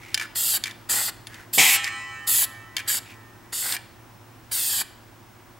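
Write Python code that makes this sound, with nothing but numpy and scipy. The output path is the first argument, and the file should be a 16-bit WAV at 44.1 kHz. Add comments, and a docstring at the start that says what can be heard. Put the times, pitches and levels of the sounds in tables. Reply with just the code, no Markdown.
"""A ventilation fan hums in a workshop. Close by, liquid swishes in an aerosol can and its mixing ball
clacks. The can starts misting seven short coats into a hammered metal sink, the hiss coloured by moving
echoes off the bowl, with more clacks and swishes along the way. After the second coat a glove creaks on
the button; during the third the can grazes the rim and sets the basin ringing. The ring dies away under
the last four coats, and the fan is left humming."""
import sys
import numpy as np
from scipy import signal
from scipy.fft import rfft, irfft
from scipy.io import wavfile
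from scipy.ndimage import uniform_filter1d, map_coordinates

SR = 44100
rng = np.random.default_rng(int(sys.argv[2]) if len(sys.argv) > 2 else 0)


def wrap_up_sound(samples):
    """Save the sound to the file named by the first command line argument, as 16-bit audio."""
    columns = np.atleast_2d(samples).T
    # keep every value between -1 and 1, then stretch to whole-number steps
    tamed = np.clip(columns, -1, 1)
    steps = np.round(tamed * 32767).astype(np.int16)
    wavfile.write(sys.argv[1], SR, steps)


N = 246519
TIME = np.arange(N) / SR
FREQS = np.maximum(np.fft.rfftfreq(N, 1 / SR), 1)
CUTOFF_HZ = 15800

# Presses of the valve. Each row: opening and closing in seconds, base level in dB, extra sizzle in dB,
# swell as the aim turns in dB, nozzle resonance at the start and at the end in Hz,
# bowl echo delay at mid-press in ms, its growth as the hand sweeps in ms per second.
PRESSES = [(0.355, .576, -26.5, -1, 6.5, 7700, 7470, 1.38, 0.97),
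           (.894, 1.1, -26.5, -3.5, -4.5, 7360, 7800, 1.31, -0.17),
           (1.533, 1.768, -26.5, 2, 5, 7750, 7500, 1.3, -0.27),
           (2.272, 2.45, -25, 2, 4, 7660, 7600, 1.36, 1.33),
           (2.878, 2.99, -27, -2.5, -3.5, 7970, 7400, 1.27, 0.5),
           (3.526, 3.757, -30, -3.5, 4.5, 7050, 8800, 1.24, -0.55),
           (4.516, 4.822, -27, -2.5, 4, 9250, 7400, 1.27, 1.33)]


def spray(open_s=0.0016, close_s=0.0033, sputter_db=0.72, impact_flutter_db=3.0):
    """Turbulent jet noise, gated by the valve, with resonances and echoes that shift as the hand moves."""
    # Colour of the jet. Each row: frequency in Hz, relative level in dB.
    jet_colour = [(500, -23), (800, -13.5), (1200, -15), (1600, -7.5), (2400, -11), (3200, -7.5),
                  (4000, -9), (4750, -5), (5700, -13.5), (6400, -3.5), (7300, -1), (9300, -3), (11000, -4),
                  (15500, -7)]
    # Resonances of nozzle and cupped hand. 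Each row: multiple of the lowest, gain, width in Hz.
    nozzle_modes = [(1, 1, 1000), (1.46, 0.98, 1200), (1.78, 0.88, 1200)]
    (impact_db, rush_db, hiss_db, sizzle_db), nozzle_hz, echo_ms = press_curves()
    valve = sum((1 + np.tanh((TIME - on) / (2 * open_s))) * (1 + np.tanh((off - TIME) / (2 * close_s))) / 4
                for on, off, *_ in PRESSES)
    jet = colour(stereo_noise(0.94), from_db(over_hz(jet_colour)))
    jet = jet + sum(gain * moving_resonance(jet, multiple * nozzle_hz, width_hz)
                    for multiple, gain, width_hz in nozzle_modes)
    jet = bowl_echoes(jet, echo_ms)
    edges_hz = [150, 2500, 6000, 9600, CUTOFF_HZ]
    levels_db = [impact_db + impact_flutter_db * drift(60), rush_db, hiss_db, sizzle_db]
    flow = sum(from_db(db) * colour(jet, (FREQS > low) & (FREQS <= high))
               for db, low, high in zip(levels_db, edges_hz, edges_hz[1:]))
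    sputter = from_db(sputter_db * drift(250))  # droplets break up unevenly
    return valve * sputter * flow


def press_curves(opening_s=0.0086, closing_s=0.014):
    """The hand moves through each press: gliding band levels (dB), nozzle pitch (Hz), echo delay (ms)."""
    # The jet's impact, rush, hiss and sizzle. Each row: level within the press in dB, share of the swell,
    # change as the can cools in dB, change while the valve is half open in dB.
    jet_bands = [(-18, 0.1, 3.5, 10), (-5.5, 0.74, -0.5, 1), (-1, 0.88, -4, -3.5), (2, 1, -2.5, -3.5)]
    # The jet hits the bowl squarely and drums on it.
    # Each row: middle in seconds, half length in seconds, extra impact in dB.
    drumming = [(0.958, 0.065, 12), (3.674, 0.048, 10.5)]
    nearest = np.argmin([np.abs(TIME - (on + off) / 2) for on, off, *_ in PRESSES], axis=0)
    on, off, level_db, sizzle_db, swell_db, start_hz, end_hz, mid_ms, sweep = np.array(PRESSES)[nearest].T
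    t = np.clip(TIME, on, off)
    along = (t - on) / (off - on)
    half_open = np.exp((on - t) / opening_s) + np.exp((t - off) / closing_s)  # the valve spits at each end
    impact, rush, hiss, sizzle = [
        level_db + db + (share * swell_db + cooling_db) * (along - .5) + spit_db * half_open
        for db, share, cooling_db, spit_db in jet_bands]
    drumming_db = sum(db * np.exp(-((TIME - s) / half_s) ** 2) for s, half_s, db in drumming)
    nozzle_hz = start_hz + (end_hz - start_hz) * along
    echo_ms = mid_ms + sweep * (t - (on + off) / 2)
    return (impact + drumming_db, rush, hiss, sizzle + sizzle_db), nozzle_hz, echo_ms


def bowl_echoes(jet, echo_ms, wander=0.056, wander_hz=2.94):
    """Each echo path shifts as the hand sweeps and wanders on its own, so the comb slides unevenly."""
    # Reflections off bowl and hand. Each row: multiple of the echo delay, signed gain.
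    paths = [(.18, .28), (.47, .12), (.92, .2), (1, -.33), (1.12, .13), (1.4, -.18), (1.7, .12)]
    delay_s = uniform_filter1d(echo_ms, size=4000) / 1000
    out = jet
    for multiple, gain in paths:
        lag_s = multiple * delay_s * (1 + wander * drift(wander_hz))
        out = out + gain * np.array([map_coordinates(side, [(TIME - lag_s) * SR], order=3) for side in jet])
    return out


def mixing_ball(crack_db=-1, crack_t60=0.03, crack_top_hz=7000, focus_octaves=0.17, crest_db=10, size=8192):
    """Each hit is a short crack and the damped ring of the filled can; the spot struck picks the modes."""
    # Modes of the can's wall. Each row: frequency in Hz, relative level in dB, uncapped t60 in seconds.
    wall_modes = [(1540, -6, 0.09), (1745, 3, 0.039), (2300, -1.5, 0.046), (2800, -9, 0.13),
                  (3150, -5, 0.088), (3540, -1.5, 0.024), (4320, -12.5, 0.065), (4606, -3, 0.021),
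                  (5040, -6.5, 0.035), (6720, -38, 0.049), (7140, 2, 0.09), (8240, -13, 0.0072),
                  (10000, 5, 0.024), (12400, -14, 0.012)]
    out, t = np.zeros((2, N + size)), TIME[:size]
    hz, mode_db, t60 = np.transpose(wall_modes)[:, :, None]
    t60 = np.minimum(t60, 190 / hz)  # the liquid stops any mode within 190 cycles
    for s, peak_db, spot_hz in ball_hits():
        favour = 1 / np.sqrt(1 + (np.log2(hz / spot_hz) / focus_octaves) ** 2)
        strength = favour * from_db(mode_db + rng.normal(0, 1.0, hz.shape)) * rng.choice([-1, 1], hz.shape)
        loaded_hz = hz * (1 + rng.normal(0, 0.019, hz.shape))  # the moving liquid detunes the wall
        ring = np.sum(strength * from_db(-60 * t / t60) * np.sin(2 * np.pi * loaded_hz * t), axis=0)
        noise = rng.standard_normal(size) + 0.63 * rng.standard_normal((2, size))
        crack = noise * from_db(crack_db - 60 * t / crack_t60)
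        crack = band(crack, min(0.67 * spot_hz, crack_top_hz / 2), crack_top_hz, order=1)
        attack = 1 - np.exp(-t / 0.00015)
        hit = attack * (band(ring, 1100, 18000) + crack)
        at = int(s * SR)
        out[:, at:at + size] += from_db(peak_db - crest_db) * hit / np.std(hit[:, t < .005])
    return out[:, :N]


def ball_hits(rebound=.68, first_db=-8, step_db=-2.5, bounce_hz=2370, sag_hz=130):
    """The ball strikes and bounces, each bounce sooner and softer, sounding the wall's low modes."""
    # Strikes on the wall. Each row: time in seconds, rough peak in dB, pitch that the spot favours in Hz,
    # flight to the first bounce in seconds, number of bounces.
    strikes = [(.1438, -5.5, 4900, 0.032, 5), (.638, -11, 4070, 0.019, 3), (0.7105, -28, 3900, 0, 0),
               (1.2699, -25.5, 4000, 0, 0), (1.343, -32, 3870, 0, 0), (1.843, -14, 5050, 0, 0),
               (2.7664, -10.5, 3700, .0148, 4), (2.899, -17.5, 1820, 0.025, 1),
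               (3.723, -14, 4400, 0.027, 1), (3.7653, -18.5, 2040, 0, 0)]
    for s, peak_db, spot_hz, flight_s, count in strikes:
        yield s, peak_db, spot_hz
        for k in range(round(count)):
            s += flight_s * rebound ** k
            yield s, peak_db + first_db + step_db * k, bounce_hz - sag_hz * k


def rim_graze(grain_db=0.5, ring_t60=0.32, ring_db=-1, rasp_db=-4, thud_db=-26, thud_t60=0.26, count=110):
    """The can thuds on the rim, then slips over the hammer dents, rasping and driving the basin's modes."""
    # Rubbing force. Each row: time in seconds, level in dB.
    force_curve = [(1.577, -37), (1.582, -12.5), (1.615, -16.5), (1.645, -20), (1.69, -21), (1.745, -25.5),
                   (1.775, -36), (1.8, -67)]
    # Colour of the rasp. Each row: frequency in Hz, relative level in dB.
    rasp_colour = [(200, -60), (550, -43), (740, 1.5), (1100, -8.5), (1500, -8.5), (1900, -0.5),
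                   (2600, 5.5), (3300, -1.5), (4400, -8.5), (5300, -4), (5900, -6.5), (7400, -1.5),
                   (10000, -9), (16000, -30)]
    times, force_db = np.transpose(force_curve)
    force = from_db(np.interp(TIME, times, force_db)) * (TIME > times[0]) * (TIME < times[-1])
    grain = stereo_noise(0.94) * from_db(grain_db * drift(1300))
    slips = force * colour(grain, from_db(over_hz(rasp_colour)))
    hz = np.linspace(720, 9000, count) + rng.uniform(-33.5, 25.8, count)
    short_modes = resonances(hz, ring_t60 * np.sqrt(2000 / hz), rng.choice([-1, 1], count))
    ringing = colour(slips, short_modes) * np.std(slips)
    since = np.maximum(TIME - times[0], 0)
    thud = rms_one(band(stereo_noise(0.96), 133, 545))
    thud *= (since > 0) * from_db(thud_db - 60 * since / thud_t60)
    return from_db(rasp_db) * slips + from_db(ring_db) * ringing + thud + basin_ring(force)


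def basin_ring(force, level_db=-1, treble_db=-3, beat_db=5.5):
    """The basin's long modes gather energy while the can rubs and ring on, beating slowly."""
    # Each row: frequency in Hz, relative level in dB, t60 in seconds.
    long_modes = [(811, -46, 3.38), (1039, -44, 4.4), (1121, -45, 3.09), (1213, -51, 5.0),
                  (1313, -40, 3.95), (1544, -52, 5.0), (1680, -50, 5.0), (1816, -37, 4.09),
                  (1922, -37, 0.63), (1962, -35, 3.34), (2071, -35, 0.37), (2233, -25, 0.74),
                  (2289, -37, 3.23), (2368, -33, 0.56), (2462, -32, 1.2), (2571, -38, 0.43),
                  (2609, -28, 0.31), (2644, -41, 3.09), (2800, -37, 0.33), (2836, -36, 1.17),
                  (3038, -40, 2.5), (3254, -26, 0.54), (3928, -40, 1.41), (4174, -38, 1.18),
                  (5231, -47, 2.06), (6428, -54, 4.01), (7078, -45, 1.82), (7417, -35, 0.92),
                  (8117, -35, 1.11), (8476, -47, 2.0)]
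    out = basin_shimmer(force)
    for hz, db, t60 in long_modes:
        phase, beat_hz, pan_db = rng.uniform(0, 2 * np.pi), rng.uniform(2.03, 7), rng.normal(0, 1)
        gain = from_db(db + level_db + treble_db * (hz > 3100))
        beat = from_db(beat_db * np.sin(2 * np.pi * beat_hz * TIME + phase))
        pan = from_db([[pan_db], [-pan_db]])
        out += pan * gain * beat * build_up(force, t60) * np.sin(2 * np.pi * hz * TIME + phase)
    return out


def basin_shimmer(force, level_db=-43, db_per_octave=-4, uneven_db=3.5, t60=1.8, count=28):
    """A crowd of faint high modes of the basin outlasts the rubbing."""
    hz = np.linspace(3300, 9000, count) + rng.uniform(-92.5, 90, count)
    gain = from_db(db_per_octave * np.log2(hz / hz[0]) + rng.normal(0, uneven_db, count))
    phase = rng.uniform(0, 2 * np.pi, count) + rng.normal(0, 0.85, (2, count))
    spectrum = np.zeros((2, len(FREQS)), complex)
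    spectrum[:, np.searchsorted(FREQS, hz)] = gain * np.exp(1j * phase)
    return from_db(level_db) * build_up(force, t60) * rms_one(irfft(spectrum, N))


def swishes(grain_db=3.0, width_hz=380, rustle_gain=0.06):
    """Liquid and ball slide along the wall: a grainy murmur around one of its modes, and a faint rustle."""
    # Each row: start and end in seconds, level in dB, pitch in Hz.
    slides = [(-0.015, 0.2, -44.5, 2150), (0.192, 0.264, -33, 1590), (0.625, 0.726, -38, 1930),
              (1.264, 1.46, -44, 1760), (1.823, 1.897, -29, 2040), (2.785, 2.83, -42, 2310),
              (2.857, 2.95, -38.5, 1860), (3.048, 3.158, -45.5, 2410), (3.697, 3.78, -35.5, 1890)]
    rub = stereo_noise(0.87) * from_db(grain_db * drift(125))
    rustle = rustle_gain * band(rub, 1100, 8300, order=1)
    out = 0
    for start, end, db, hz in slides:
        swell = np.sqrt(np.interp(TIME, [start, (start + end) / 2, end], [0, 1, 0]))
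        murmur = band(rub, hz - width_hz / 2, hz + width_hz / 2, order=1)
        out += from_db(db) * swell * rms_one(murmur + rustle)
    return band(out, 1100, 14500)


def glove_creak(start_s=1.27, end_s=1.3, level_db=-40.5, uneven_db=4, ring_hz=10100, ring_t60=0.024):
    """The glove sticks and slips on the plastic button, which answers with thin ticks."""
    gaps = rng.uniform(.7, 1.3, 12) / 70  # about 70 slips a second
    times = start_s + np.cumsum(gaps) - gaps[0]
    strength = from_db(level_db + rng.normal(0, uneven_db, len(times)))
    slips = np.zeros(N)
    slips[(times * SR).astype(int)] = strength * (times < end_s)
    t = TIME[TIME < ring_t60]
    tick = from_db(-60 * t / ring_t60) * np.sin(2 * np.pi * ring_hz * t)
    return np.convolve(slips, tick)[:N]


def workshop_reverb(x, wet_db=-19, low_t60=0.57, high_t60=0.36, predelay_s=0.0081):
    """The room returns a faint diffuse tail whose treble dies first."""
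    noise = stereo_noise(0.96)
    body = band(noise, 240, 4100) * from_db(-60 * TIME / low_t60)
    treble = .5 * band(noise, 2700, 11300) * from_db(-60 * TIME / high_t60)
    tail = ((body + treble) * (TIME > predelay_s))[:, :SR]
    tail /= np.sqrt(np.sum(tail ** 2) / 2)
    return from_db(wet_db) * signal.fftconvolve(x, tail, axes=1)[:, :N]


def fan(air_db=-50, fade_db=1.67):
    """A bed of moving air and wavering hum, easing slowly."""
    # Colour of the air. Each row: frequency in Hz, relative level in dB.
    air_colour = [(15, -40), (25, -14), (53, -9), (75, -15), (112, -8), (176, -10.5), (250, -5),
                  (335, -9.5), (404, -14), (475, -14.5), (903, -10.5), (2180, -19.5), (5280, -28.5),
                  (6540, -28), (15000, -32)]
    # Stereo image of the air. Each row: frequency in Hz, left-right likeness from 0 to 1.
    likeness = [(30, 0.29), (80, 0.99), (300, 0.63), (2000, 0.71), (12000, 0.47)]
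    # The rumble leans right. Each row: frequency in Hz, left minus right in dB.
    balance = [(30, -9), (60, -19.5), (125, -12), (250, 0.5)]
    # Fan hum and a thin electrical whine. Each row: frequency in Hz, mid-scene level in dB, waver in dB.
    hum_tones = [(99, -61, 2.5), (113, -56, 2.5), (329, -65, 2), (360, -64, 2), (5157, -75, 1),
                 (5276, -77, 1), (5399, -78, 1), (5997, -77, 1), (15735, -65, 1)]
    lean = from_db(over_hz(balance) / 2 * [[1], [-1]])
    air = from_db(air_db) * colour(stereo_noise(over_hz(likeness)), lean * from_db(over_hz(air_colour)))
    hum = 0
    for hz, db, waver_db in hum_tones:
        amplitude = np.sqrt(2) * from_db(db + waver_db * drift(22))
        hum += amplitude * np.sin(2 * np.pi * hz * TIME + 1.1 * drift(3.4))
    return (air + hum) * from_db(fade_db * (0.5 - TIME / TIME[-1]))


def build_up(force, t60):
    """Envelope of a mode that gathers energy from a rubbing force and leaks it again; peaks at one."""
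    energy = signal.lfilter([1], [1, -from_db(-120 / (t60 * SR))], force ** 2 + 1e-18)
    return np.sqrt(energy / energy.max())


def moving_resonance(x, hz, width_hz, size=256):
    """A resonance of gain one whose centre follows a curve."""
    r = np.exp(-np.pi * width_hz / SR)
    zeros = np.array([1, 0, -1]) * (1 - r * r) / 2
    out, state = np.zeros_like(x), np.zeros((2, 2))
    for i in range(0, N, size):
        poles = [1, -2 * r * np.cos(2 * np.pi * hz[i] / SR), r * r]
        out[:, i:i + size], state = signal.lfilter(zeros, poles, x[:, i:i + size], zi=state)
    return out


def resonances(hz, t60, gain):
    """Frequency response of decaying modes in parallel, each peaking at its gain."""
    return sum(g / (1 + 2j * np.pi * (FREQS - f) * t / np.log(1000)) for f, t, g in zip(hz, t60, gain))


def stereo_noise(likeness):
    """White noise whose two channels are partly alike."""
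    alike = np.clip(likeness, 0, 1)
    mid, side = rfft(rng.standard_normal((2, N)))
    return irfft(np.sqrt(1 + alike) * mid + np.sqrt(1 - alike) * side * [[1], [-1]], N)


def drift(rate_hz):
    """Random wobble, mostly slower than the rate, with an rms of one."""
    return colour(rng.standard_normal(N), 1 / (1 + (FREQS / rate_hz) ** 2))


def colour(x, gain):
    """Shape a sound's spectrum and scale it to an rms of one."""
    return rms_one(irfft(rfft(x) * gain, N))


def band(x, low_hz, high_hz, order=2):
    """Butterworth band-pass."""
    sos = signal.butter(order, [low_hz, min(high_hz, .47 * SR)], "band", fs=SR, output="sos")
    return signal.sosfilt(sos, x)


def over_hz(points):
    """Spread (Hz, value) points over every frequency."""
    hz, value = np.transpose(points)
    return np.interp(np.log(FREQS), np.log(hz), value)


def rms_one(x):
    """Scale to an rms of one."""
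    return x / np.sqrt(np.mean(x ** 2) + 1e-20)


def from_db(db):
    """Decibels to gain."""
    return 10 ** (np.asarray(db) / 20)


def scene():
    """The can and the basin close by, the room and its fan behind."""
    close = spray() + glove_creak() + mixing_ball() + swishes() + rim_graze()
    return close + workshop_reverb(close) + fan()


def record(dry):
    """A steep low-pass takes off the very top."""
    return signal.sosfilt(signal.ellip(12, .1, 80, CUTOFF_HZ, fs=SR, output="sos"), dry)


dry = scene()
out = record(dry)
wrap_up_sound(out)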